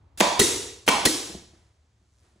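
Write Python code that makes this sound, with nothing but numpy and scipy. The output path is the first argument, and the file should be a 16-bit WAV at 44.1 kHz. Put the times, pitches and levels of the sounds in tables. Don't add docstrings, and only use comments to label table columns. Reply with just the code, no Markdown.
import sys
import numpy as np
from scipy import signal
from scipy.fft import rfft, irfft
from scipy.io import wavfile
from scipy.ndimage import uniform_filter1d

SR = 44100
rng = np.random.default_rng(int(sys.argv[2]) if len(sys.argv) > 2 else 0)


def to_wav(s):
    ch = np.atleast_2d(s).T
    pcm = np.round(np.clip(ch, -1, 1) * 32767)
    wavfile.write(sys.argv[1], SR, pcm.astype(np.int16))


N = 105840
TIME, HZ = np.arange(N) / SR, np.fft.rfftfreq(2 * N, 1 / SR)
PATHS = 3

# (frequency [Hz], gain before the change [dB], gain after it [dB])
AIR_COLOUR = [(20, -63.5, -69), (72, -25, -38), (163, -48, -55.5), (601.6, -57.5, -65), (970, -55.5, -65.5),
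              (1602, -66.5, -70), (7040, -79, -74), (15000, -94.5, -94)]
# (frequency [Hz], level [dB])
HUM_TONES = [(64.6, -73), (107.7, -72)]
HUM_WAVER, HUM_WAVER_HZ = .35, 5
BUZZ_HZ, BUZZ_DECAY_S, BUZZ_BAND_HZ = 125.4, 0.00248, (4800, 8400)
BUZZ_PEAK_S, BUZZ_SPAN_S, BUZZ_DB = 2.2, .13, -58.5

# (frequency [Hz], time to fall 60 dB [s])
ROOM_DECAY = [(60, 0.72), (200, 0.5), (900, 0.59), (5500, 0.59), (9000, 0.51), (15000, .42)]
GAP_S, BUILD_S = 0.016, 0.0032
NEAR_DB = -3.5
# (frequency [Hz], level [dB], time to fall 60 dB [s])
BOOM_MODES = [(65, -43.5, .95), (87, -46, .6)]

SHOT_TIMES = [.2056, .8823]
WHOOSH_HZ, WHOOSH_SAG_HZ_PER_S, WHOOSH_WIDTH_HZ = 1051, 2500, 220
WHOOSH_DELAY_S, WHOOSH_DB, WHOOSH_T60_S = 0.035, -21, 0.5
# (delay [s], level [dB])
FLUTTER_ECHOES = [(0.032, -2), (0.055, -3.5)]
# (frequency [Hz], level [dB], time to fall 60 dB [s])
FLUTTER_TONE = [(990, -4, 0.063)]

# (time [s], level before colouring [dB])
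SLIDE_LEVEL = [(1.5, -74.5), (1.55, -64.5), (1.66, -70), (2.08, -102), (2.25, -67), (2.4, -75.5)]
# (frequency [Hz], gain [dB])
SLIDE_TONE = [(100, 8.5), (300, 13.5), (2500, 3), (10000, -4), (15000, -20)]
# (time [s], level [dB])
SEAT_BUMPS = [(1.297, -29.5), (1.347, -24.5), (1.533, -45), (2.012, -57.5), (2.357, -49.5)]
# (frequency [Hz], level [dB], time to fall 60 dB [s])
SEAT_MODES = [(71.43, -20.5, 0.27), (197.5, -2, 0.0509), (349.2, -0.5, 0.0427), (674, -1, 0.01907)]
SEAT_ROOM_DB = -7.5

# (time [s], length [s], level before colouring [dB])
VALVE_LEAKS = [(0.175, 0.047, -39), (0.865, 0.012, -37)]
# (frequency [Hz], gain [dB])
LEAK_TONE = [(300, 1.5), (1000, -3.5), (3000, 1.5), (10000, 1.5)]

# (time [s], direct level before colouring [dB], room level before colouring [dB])
EXHAUST_PUFFS = [(.3930, 0, 2), (1.052, -1, -2.5)]
# (frequency [Hz], direct gain [dB], room gain [dB])
EXHAUST_COLOUR = [(35, -11, -13.5), (71, 0.5, 2.5), (162.1, 1.5, -10), (265, 7, 4), (333, 11, 12),
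                  (564, 2, -1.5), (737, -4.5, -8.5), (1400, -1, -8), (2900, 0, -4), (7600, -1, -1),
                  (12300, 0, -4.5), (15500, -3, -13.5)]
PUFF_START, PUFF_PEAK_S, PUFF_HOLD_S, PUFF_DECAY_S = 0.21, .005, .004, 0.0059
# (frequency [Hz], lift [dB])
CAP_PEAKS = [(3450, 1), (3880, 4.5), (4270, 2), (5650, 5)]
CAP_WIDTH_HZ = 61
# (time [s], level [dB])
PISTON_KNOCKS = [(.3928, -8.5), (.3970, -1.5), (.4020, -5.5), (.4150, 3), (1.0548, -7.5), (1.0600, -4.5),
                 (1.0725, 0.5)]
# (frequency [Hz], level [dB], time to fall 60 dB [s])
PISTON_MODES = [(238.7, -15, 0.061), (380, -8, 0.039), (1944, -7.5, 0.033), (4240, -13.5, 0.053)]
PISTON_ROOM_DB = -21

# (time [s], level [dB], starting pitch [Hz])
PAN_PUNCHES = [(0.2052, -4, 596), (0.2117, -2.5, 740), (0.8794, -8, 974), (0.8829, -5.5, 616),
               (0.8874, -5.5, 620)]
PAN_HZ, PAN_SETTLE_S, PAN_RISE_S, PAN_T60_S = 185, 0.0023, .001, 0.043
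PAN_ROOM_DB = -12.5
# (time [s], level before colouring [dB], treble tilt [dB per octave])
STROKE_BLOWS = [(0.2005, -18, 4), (0.205, -0.5, 1), (0.2091, 1.5, 0.5), (0.2112, -7.5, -5.5),
                (0.8786, -4.5, -3.5), (0.8822, -5, 1.5), (0.887, 1, -1.5), (0.8887, -1, 2),
                (.8930, -4, -1.5)]
BLOW_DECAY_S = .002
# (frequency [Hz], direct gain [dB], room gain [dB])
BLOW_TONE = [(39.97, -0.5, -11.5), (85, -1, -1.5), (140, -1.5, -9.5), (213, 2.5, 3.5), (482, 7, 5.5),
             (970, 10, 14), (1330, 7.5, 3), (2660, 10, 4.5), (3970, 3, 4), (7400, -3, -3.5),
             (11700, -0.5, -8.5), (15450, -4.5, -18)]
# (frequency [Hz], level [dB], time to fall 60 dB [s])
GUN_MODES = [(1014, -22.5, 0.17), (2050, -23, .07), (2290, -23, 0.21)]
GUN_ROOM_DB = -15.5

MIC_PAIR = [(200, .99, 0, .5), (400, .92, -.15, 1), (650, .65, -.5, -4), (1000, .35, 0, -4),
            (1900, .65, -.1, -1), (2900, .35, -1.6, 0), (3400, .7, -.1, 0), (4400, .8, -.2, 0),
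            (5050, .35, -1.5, 0), (5900, .85, 0, 0), (7200, .97, -.05, 0), (10000, .7, -1.4, 0),
            (12850, 1, -3.1, 0)]
DIRECT_SPREAD = 0.86
KNEE_DB, SQUEEZE, RECOVER_DB_PER_S = -26, .33, 29
CEILING, EDGE_HZ = .85, 16200


def amp(db):
    return 10 ** (np.asarray(db) / 20)


def read(table, hz, order=1):
    rows = np.array(table, float)
    return np.interp(np.log(hz + 1), np.log(rows[:, 0] + 1), rows[:, order])


def colour(x, db):
    cepstrum = irfft(np.log(amp(db)))
    cepstrum[1:N] *= 2
    cepstrum[N + 1:] = 0
    response = np.exp(rfft(cepstrum))
    return irfft(rfft(x, 2 * N) * response)[..., :N]


def since(s):
    return np.maximum(TIME - s, 0)


def ring(hits, modes, rise_s=1e-5):
    t = TIME[:SR // 2]
    tone = sum(amp(db - 60 * t / t60) * np.sin(2 * np.pi * hz * t) for hz, db, t60 in modes)
    tone = tone * (1 - np.exp(-t / rise_s))
    out = np.zeros(N)
    for s, db in hits:
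        part = out[round(s * SR):][:len(tone)]
        part += amp(db) * tone[:len(part)]
    return out


def background():
    noise = rng.standard_normal((2, N))
    late = np.interp(TIME, [1.2, 1.75], [0, 1])
    before = colour(noise, read(AIR_COLOUR, HZ))
    after = colour(noise, read(AIR_COLOUR, HZ, order=2))
    return (1 - late) * before + late * after


def hum():
    noise = rfft(rng.standard_normal((len(HUM_TONES), 2, N)))
    drift = irfft(noise * (np.fft.rfftfreq(N, 1 / SR) < HUM_WAVER_HZ), N)
    drift = HUM_WAVER * drift / drift.std()
    return sum(amp(db) * (1 + level) * np.sin(2 * np.pi * hz * TIME + phase)
               for (hz, db), (level, phase) in zip(HUM_TONES, drift))


def buzz():
    pulses = np.exp(-(TIME % (1 / BUZZ_HZ)) / BUZZ_DECAY_S)
    swell = amp(BUZZ_DB) * np.exp(-abs(TIME - BUZZ_PEAK_S) / BUZZ_SPAN_S)
    hiss = rng.standard_normal((2, N)) * pulses * swell
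    return signal.lfilter(*signal.butter(1, BUZZ_BAND_HZ, "bandpass", fs=SR), hiss)


def room(paths):
    noise = rng.standard_normal((len(paths), 2, SR))
    hz, t, bands = signal.stft(noise, SR, nperseg=256)
    decay = amp(-60 * t / read(ROOM_DECAY, hz)[:, None])
    tail = signal.istft(bands * decay, SR, nperseg=256)[1][..., :SR]
    tail = tail * np.clip((TIME[:SR] - GAP_S) / BUILD_S, amp(NEAR_DB), 1)
    tail = tail / np.linalg.norm(tail[:, 0])
    return signal.fftconvolve(paths[:, None], tail, axes=2).sum(0)[:, :N]


def boom():
    return ring([(s, db) for s, db, _ in EXHAUST_PUFFS], BOOM_MODES, rise_s=.02)


def whoosh():
    lowpass = signal.butter(2, WHOOSH_WIDTH_HZ / 2, fs=SR, output="sos")
    out = 0
    for s in SHOT_TIMES:
        t = since(s + WHOOSH_DELAY_S)
        noise = rng.standard_normal((2, N)) + 1j * rng.standard_normal((2, N))
        band = signal.sosfilt(lowpass, noise)
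        pitch_hz = np.maximum(WHOOSH_HZ - WHOOSH_SAG_HZ_PER_S * t, WHOOSH_HZ / 2)
        turns = np.cumsum(pitch_hz) / SR
        tone = (band * np.exp(2j * np.pi * turns)).real / band.real.std()
        fade = np.minimum(t / BUILD_S, 1) * amp(WHOOSH_DB - 60 * t / WHOOSH_T60_S)
        out = out + tone * fade
    return out


def flutter():
    echoes = [(s + delay, db) for s in SHOT_TIMES for delay, db in FLUTTER_ECHOES]
    return ring(echoes, FLUTTER_TONE, rise_s=0.0026)


def handling():
    seat = ring(SEAT_BUMPS, SEAT_MODES, rise_s=0.00355)
    level = amp(np.interp(TIME, *np.transpose(SLIDE_LEVEL), left=-120))
    direct = colour(rng.standard_normal((2, N)) * level, read(SLIDE_TONE, HZ))
    direct[0] += seat
    return direct, amp(SEAT_ROOM_DB) * seat[None]


def leaks():
    flow = sum(amp(db) * (TIME > s) * (TIME < s + length) for s, length, db in VALVE_LEAKS)
    hiss = rng.standard_normal((2, N)) * uniform_filter1d(flow, 100)
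    return colour(hiss, read(LEAK_TONE, HZ))


def cap(hz):
    return sum(db / (1 + ((hz - centre) / CAP_WIDTH_HZ) ** 2) for centre, db in CAP_PEAKS) - .5


def exhaust():
    noise, near, far = rng.standard_normal((PATHS, N)), 0, 0
    for s, db, room_db in EXHAUST_PUFFS:
        t = since(s)
        rise = np.minimum(PUFF_START + t / PUFF_PEAK_S * (1 - PUFF_START), 1)
        fall = np.exp(-since(s + PUFF_PEAK_S + PUFF_HOLD_S) / PUFF_DECAY_S)
        flow = (t > 0) * rise * fall
        near = near + amp(db) * flow
        far = far + amp(room_db) * flow
    piston = ring(PISTON_KNOCKS, PISTON_MODES, rise_s=0.00034)
    direct = colour(noise[:2] * near, read(EXHAUST_COLOUR, HZ) + cap(HZ))
    direct[0] += piston
    diffuse = colour(noise * far, read(EXHAUST_COLOUR, HZ, order=2) + cap(HZ))
    return direct, diffuse + amp(PISTON_ROOM_DB) * piston


def thump(s, db, start_hz):
    t = since(s)
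    bend = (start_hz - PAN_HZ) * PAN_SETTLE_S * (1 - np.exp(-t / PAN_SETTLE_S))
    turns = PAN_HZ * t + bend
    swell = 1 - np.exp(-t / PAN_RISE_S)
    return -amp(db - 60 * t / PAN_T60_S) * swell * np.sin(2 * np.pi * turns)


def cracks():
    crack, t = np.zeros((PATHS, N)), TIME[:SR // 20]
    octaves = np.log2(np.clip(np.fft.rfftfreq(len(t), 1 / SR), 500, 12000) / 2500)
    for s, db, tilt_db in STROKE_BLOWS:
        spectrum = rfft(rng.standard_normal((PATHS, len(t))))
        noise = irfft(spectrum * amp(tilt_db * octaves), len(t))
        crack[:, round(s * SR):][:, :len(t)] += amp(db) * noise * np.exp(-t / BLOW_DECAY_S)
    return crack


def shots():
    crack = cracks()
    gun = ring([(s, db) for s, db, _ in STROKE_BLOWS], GUN_MODES)
    pan = sum(thump(*row) for row in PAN_PUNCHES)
    direct = colour(crack[:2], read(BLOW_TONE, HZ))
    direct[0] += gun + pan + flutter()
    diffuse = colour(crack, read(BLOW_TONE, HZ, order=2))
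    return direct, diffuse + amp(GUN_ROOM_DB) * gun + amp(PAN_ROOM_DB) * pan


def ports(pair, spread=1):
    mid, side = rfft(pair, 2 * N)
    same = np.clip(1 - spread * (1 - read(MIC_PAIR, HZ)), -1, 1)
    mid, side = mid * np.sqrt((1 + same) / 2), side * np.sqrt((1 - same) / 2)
    lean = np.exp(.5j * read(MIC_PAIR, HZ, order=2)) * amp(read(MIC_PAIR, HZ, order=3) / 2)
    return irfft(np.array([(mid + side) * lean, (mid - side) / lean]))[:, :N]


def scene():
    sources = [handling(), exhaust(), shots()]
    direct = sum(near for near, far in sources) + leaks()
    diffuse = background() + buzz() + whoosh() + sum(room(far) for near, far in sources)
    return ports(direct, DIRECT_SPREAD) + ports(diffuse) + boom() + hum()


def record(dry):
    power = uniform_filter1d((dry ** 2).mean(0), size=130)
    power_db = 10 * np.log10(abs(power) + 1e-12)
    fall = TIME * RECOVER_DB_PER_S
    duck_db = np.maximum.accumulate(SQUEEZE * np.maximum(power_db - KNEE_DB, 0) + fall) - fall
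    ducked = dry * amp(-uniform_filter1d(duck_db, size=130))
    rounded = CEILING * np.tanh(ducked / CEILING)
    lowpass = signal.firwin(511, EDGE_HZ, window=("kaiser", 9), fs=SR)
    return signal.oaconvolve(rounded, lowpass[None], "same")


dry = scene()
out = record(dry)
to_wav(out)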